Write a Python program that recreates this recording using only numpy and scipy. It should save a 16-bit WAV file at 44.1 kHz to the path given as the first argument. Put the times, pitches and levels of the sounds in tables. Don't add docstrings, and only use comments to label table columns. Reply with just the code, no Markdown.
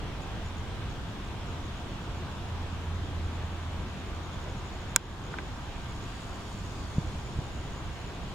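import sys
import numpy as np
from scipy import signal
from scipy.fft import irfft, next_fast_len
from scipy.io import wavfile
from scipy.ndimage import uniform_filter1d

SR = 44100
rng = np.random.default_rng(int(sys.argv[2]) if len(sys.argv) > 2 else 0)


def wav_out(sig):
    wavfile.write(sys.argv[1], SR, np.round(np.clip(np.atleast_2d(sig).T, -1, 1) * 32767).astype(np.int16))


N = 367794
T = np.arange(N) / SR

# (time [s], strokes [count], level [dB], pitch [Hz])
OPENING_CHIRPS = [(0.221, 2, -44, 6860), (0.448, 4, -46, 6890), (0.57, 3, -47, 6700), (0.9, 3, -49, 6720),
                  (1.075, 3, -53, 6880), (1.249, 4, -54, 6680), (1.473, 4, -50, 6720),
                  (1.629, 5, -49, 6700), (1.76, 4, -49, 6830)]
# (time [s], rate [chirps/s], level [dB])
TRILL_CURVE = [(1.9, 9.2, -53), (2.3, 5.4, -52), (2.75, 9.4, -52.5), (3.4, 10.5, -52), (4.6, 12.3, -47.5),
               (5.7, 16.25, -51.5), (5.9, 15.2, -47.5), (6.6, 16.63, -45.5), (6.85, 16.6, -49),
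               (7.3, 15.7, -47.5), (8.3, 13, -50.5)]
# (time [s], gain [dB], contact low-pass [Hz], relative rattle [dB])
SHELL_CLICKS = [(4.9613, 0, 19000, -18), (5.339, -17, 1690, -5), (5.3857, -16.5, 3330, -4)]
# (frequency [Hz], left gain [dB], right gain [dB], t60 [s])
SHELL_MODES = [(476, -28, -30, 0.011), (930, -28, -22, 0.032), (1066, -19.5, -35, 0.019),
               (1390, -10, -23, 0.014), (1563, -11, -11, 0.014), (2296, -26, -15.5, 0.018),
               (2710, -27, -27, .013), (3380, -26.5, -21.5, 0.024), (4020, -15.5, -30, 0.013),
               (5380, -23, -11.5, 0.015), (6290, -18, -17.5, 0.013), (7080, -5.5, 6, 0.0039),
               (8300, -20, -4, 0.0048), (10120, -20, -14, 0.0058), (12660, -21, -2, 0.0023),
               (14300, -22, -13, .003)]
# (time [s], gain [dB], frequency [Hz], t60 [s])
HAND_BUMPS = [(6.9823, -7.5, 145, 0.034), (7.3877, -14.5, 136, 0.036)]
# (peak time [s], level [dB], hold [s], rise [dB/s], fall [dB/s])
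GUST_SWELL = (6, -58, 1.0, 40, 8)
# (frequency [Hz], relative density [dB])
LEAF_SPECTRUM = [(1500, -20), (3200, -21), (4500, 5), (6000, -1), (8000, -2), (10000, -12), (15500, -24)]
# (peak time [s], level [dB], hold [s], rise [dB/s], fall [dB/s])
ENGINE_ENVELOPE = [(.5, -41.5, .03, 40, 45), (2.85, -35.5, .2, 13, 7)]
# (frequency [Hz], level [dB])
WHINE_TONES = [(196, -57), (700, -62.5), (941, -63.5), (1175, -67.5), (1574, -63.5)]
# (frequency [Hz], relative density [dB])
AIR_SPECTRUM = [(15, -11.5), (48, 0.5), (110, -3.5), (230, -12), (370, -14), (500, -18.5), (1050, -18),
                (2050, -26.5), (3400, -25.5), (4700, -34.5), (6000, -36), (7700, -40.5), (9000, -46),
                (15500, -55.5)]
# (time [s], rumble gain [dB], hiss gain [dB])
AIR_DRIFT = [(0, 1.4, 0.6), (2.4, 1, 0.27), (5.2, -.5, -0.07), (6.6, 1, -.5), (8.3, 1, -0.14)]
# (frequency [Hz], coherence [0..1])
PORT_COHERENCE = [(60, 0.9), (130, 0.96), (290, 0.91), (640, 0.75), (1410, 0.56), (3100, 0.07),
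                  (6820, 0.072), (15000, 0.0065)]


def cricket(spacing_s=.0131, width_s=.0014, glide_hz_per_s=60000, spread_hz=59,
            peak_share=0.49, fade_db_per_stroke=1.6, octave_db=-28):
    song, t = np.zeros(N), np.arange(-300, 300) / SR
    envelope = np.exp(-.5 * (t / width_s) ** 2)
    for start_s, strokes, db, hz in OPENING_CHIRPS + trill():
        jitter = rng.standard_normal((8, 3))[:round(strokes)]
        strongest = peak_share * (len(jitter) - 1)
        for k, (pitch, force, offset) in enumerate(jitter):
            phase = 2 * np.pi * ((hz + spread_hz * pitch - glide_hz_per_s * t / 2) * t + offset)
            stroke = envelope * (np.sin(phase) + gain_of(octave_db) * np.sin(2 * phase))
            stroke_db = db - fade_db_per_stroke * abs(k - strongest) + .5 * force
            add(song, start_s + k * spacing_s + t[0], gain_of(stroke_db) * stroke)
    return (song + vegetation_scatter(song)) * gain_of([[-4.5], [-2.5]])


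def trill(wing_hz=6820, strokes=3.7, spread_strokes=.5, spread_db=1.2, spread_hz=35):
    t = T[T >= TRILL_CURVE[0][0]]
    rate_hz, _ = curves_at(TRILL_CURVE, t)
    chirp_count = np.floor(np.cumsum(rate_hz) / SR)
    starts_s = t[np.diff(chirp_count, prepend=-1) > 0]
    _, db = curves_at(TRILL_CURVE, starts_s)
    length, force, pitch = rng.standard_normal((len(starts_s), 3)).T
    return list(zip(starts_s, strokes + spread_strokes * length,
                    db + spread_db * force, wing_hz + spread_hz * pitch))


def vegetation_scatter(song, gain_db=-7, decay_s=0.0071):
    lag_s = np.arange(2000) / SR
    paths = rng.standard_normal((2, len(lag_s))) * np.exp(-lag_s / decay_s) * lag_s
    paths *= gain_of(gain_db) / np.linalg.norm(paths, axis=1, keepdims=True)
    return signal.oaconvolve(song[None], paths, axes=1)[:, :N]


def clicks(rise_s=0.00025, rattle_t60_s=0.049, rattle_hz=(650, 1600), crack_db=-16, crack_t60_s=0.0099):
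    out, t = np.zeros((2, N)), np.arange(3000) / SR
    band = signal.butter(2, rattle_hz, "bandpass", fs=SR, output="sos")
    attack = 1 - np.exp(-(t / rise_s) ** 2)
    for start_s, db, contact_hz, rattle_db in SHELL_CLICKS:
        loose = rng.standard_normal(len(t)) + rng.standard_normal((2, len(t)))
        rattle = signal.sosfilt(band, loose) * gain_of(rattle_db - 60 * t / rattle_t60_s)
        crack = rng.standard_normal((2, len(t))) * gain_of(crack_db - 60 * t / crack_t60_s)
        snap = rattle + crack
        for k, (hz, left_db, right_db, t60_s) in enumerate(SHELL_MODES):
            decay = gain_of(np.array([[left_db], [right_db]]) - 60 * t / t60_s)
            snap += (-1) ** k * decay * np.sin(2 * np.pi * hz * t)
        add(out, start_s, gain_of(db) * lowpass(snap * attack, contact_hz, order=4))
    return out


def bumps(rise_s=0.0012, brush_db=-27, brush_hz=450):
    out, t = np.zeros((2, N)), np.arange(4000) / SR
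    attack = 1 - np.exp(-t / rise_s)
    for start_s, db, hz, t60_s in HAND_BUMPS:
        brush = unit_rms(lowpass(rng.standard_normal((2, len(t))), brush_hz))
        push = np.sin(2 * np.pi * hz * t) + gain_of(brush_db) * brush
        add(out, start_s, push * gain_of(db - 60 * t / t60_s) * attack)
    return out


def leaves():
    return swell(*GUST_SWELL) * diffuse_noise(LEAF_SPECTRUM, patch_db=2.7)


def engine(firing_hz=85, sink_hz=4.1, sink_at_s=3.55, sink_s=0.51,
           drift_hz=0.61, waver=0.12, octave_db=-22):
    hz = firing_hz - sink_hz * (1 + np.tanh((T - sink_at_s) / sink_s)) / 2
    phase = 2 * np.pi * np.cumsum(hz + drift_hz * wander(rate_hz=5.8)) / SR
    tone = unit_rms(np.sin(phase) + gain_of(octave_db) * np.sin(2 * phase))
    envelope = sum(swell(*row) for row in ENGINE_ENVELOPE)
    return tone * envelope * (1 + waver * wander(rate_hz=11)) * gain_of([[-.6], [.6]])


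def whine(drift_hz=2.453, waver=0.27):
    out = np.zeros((2, N))
    for hz, db in WHINE_TONES:
        phase = 2 * np.pi * np.cumsum(hz + drift_hz * wander(rate_hz=6.8)) / SR
        for port in out:
            port += gain_of(db) * unit_rms(np.sin(phase) * (1 + waver * wander(rate_hz=4)))
    return out


def wind_and_traffic(gain_db=-37.5, crossover_hz=250):
    air = gain_of(gain_db) * diffuse_noise(AIR_SPECTRUM, patch_db=0.92)
    rumble = lowpass(air, crossover_hz)
    hiss = air - rumble
    rumble_db, hiss_db = curves_at(AIR_DRIFT, T)
    return rumble * gain_of(rumble_db) * gain_of([[-.5], [.5]]) + hiss * gain_of(hiss_db)


def diffuse_noise(spectrum, patch_db, port_lag_s=4.5e-5):
    hz = np.fft.rfftfreq(2048, 1 / SR)
    left_re, left_im, own_re, own_im, patches = rng.standard_normal((5, N // 512 + 5, len(hz)))
    patches = uniform_filter1d(patches, size=10, axis=0)
    patches = unit_rms(uniform_filter1d(patches, size=20, axis=1))
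    coherence = spectrum_at(PORT_COHERENCE, hz)
    left = left_re + 1j * left_im
    shared = coherence * left * np.exp(-2j * np.pi * hz * port_lag_s)
    right = shared + np.sqrt(1 - coherence ** 2) * (own_re + 1j * own_im)
    frames = np.array([left, right]) * gain_of(spectrum_at(spectrum, hz) + patch_db * patches)
    _, noise = signal.istft(frames.transpose(0, 2, 1), nperseg=2048, noverlap=1536)
    return unit_rms(noise[:, :N])


def swell(peak_s, db, hold_s, rise_db_per_s, fall_db_per_s):
    before_s, after_s = np.maximum(peak_s - T, 0), np.maximum(T - peak_s - hold_s, 0)
    return gain_of(db - rise_db_per_s * before_s - fall_db_per_s * after_s)


def wander(rate_hz):
    hz = np.fft.rfftfreq(next_fast_len(N), 1 / SR)
    bins = rng.standard_normal((len(hz), 2)) @ [1, 1j]
    return unit_rms(irfft(bins / (1 + (hz / rate_hz) ** 4))[:N])


def gain_of(db):
    return 10 ** (np.asarray(db) / 20)


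def unit_rms(x):
    return x / np.sqrt(np.mean(x ** 2) + 1e-20)


def lowpass(x, corner_hz, order=2):
    return signal.sosfilt(signal.butter(order, corner_hz, fs=SR, output="sos"), x)


def spectrum_at(rows, hz):
    knots_hz, values = np.transpose(rows)
    return np.interp(np.log(hz + 1), np.log(knots_hz + 1), values)


def curves_at(rows, t):
    knots_s, *columns = np.transpose(rows)
    return [np.interp(t, knots_s, column) for column in columns]


def add(mix, start_s, sound):
    part = mix[..., round(start_s * SR):][..., :sound.shape[-1]]
    part += sound[..., :part.shape[-1]]


def scene():
    return wind_and_traffic() + leaves() + engine() + whine() + clicks() + bumps() + cricket()


def record(dry, threshold_db=-14, slope=0.71, recover_db_per_s=17, smooth_hz=25, edge_hz=15900):
    power_db = 10 * np.log10(abs(uniform_filter1d((dry ** 2).mean(0), size=64)) + 1e-12)
    recovery_db = T * recover_db_per_s
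    held_db = np.maximum.accumulate(power_db + recovery_db) - recovery_db
    over_db = np.maximum(held_db - threshold_db, 0)
    duck_db = lowpass(slope * over_db, smooth_hz, order=1)
    ducked = np.clip(dry / gain_of(duck_db), -1, 1)
    band_limit = signal.firwin(511, edge_hz, window=("kaiser", 9), fs=SR)
    return signal.oaconvolve(ducked, band_limit[None], "same")


dry = scene()
out = record(dry)
wav_out(out)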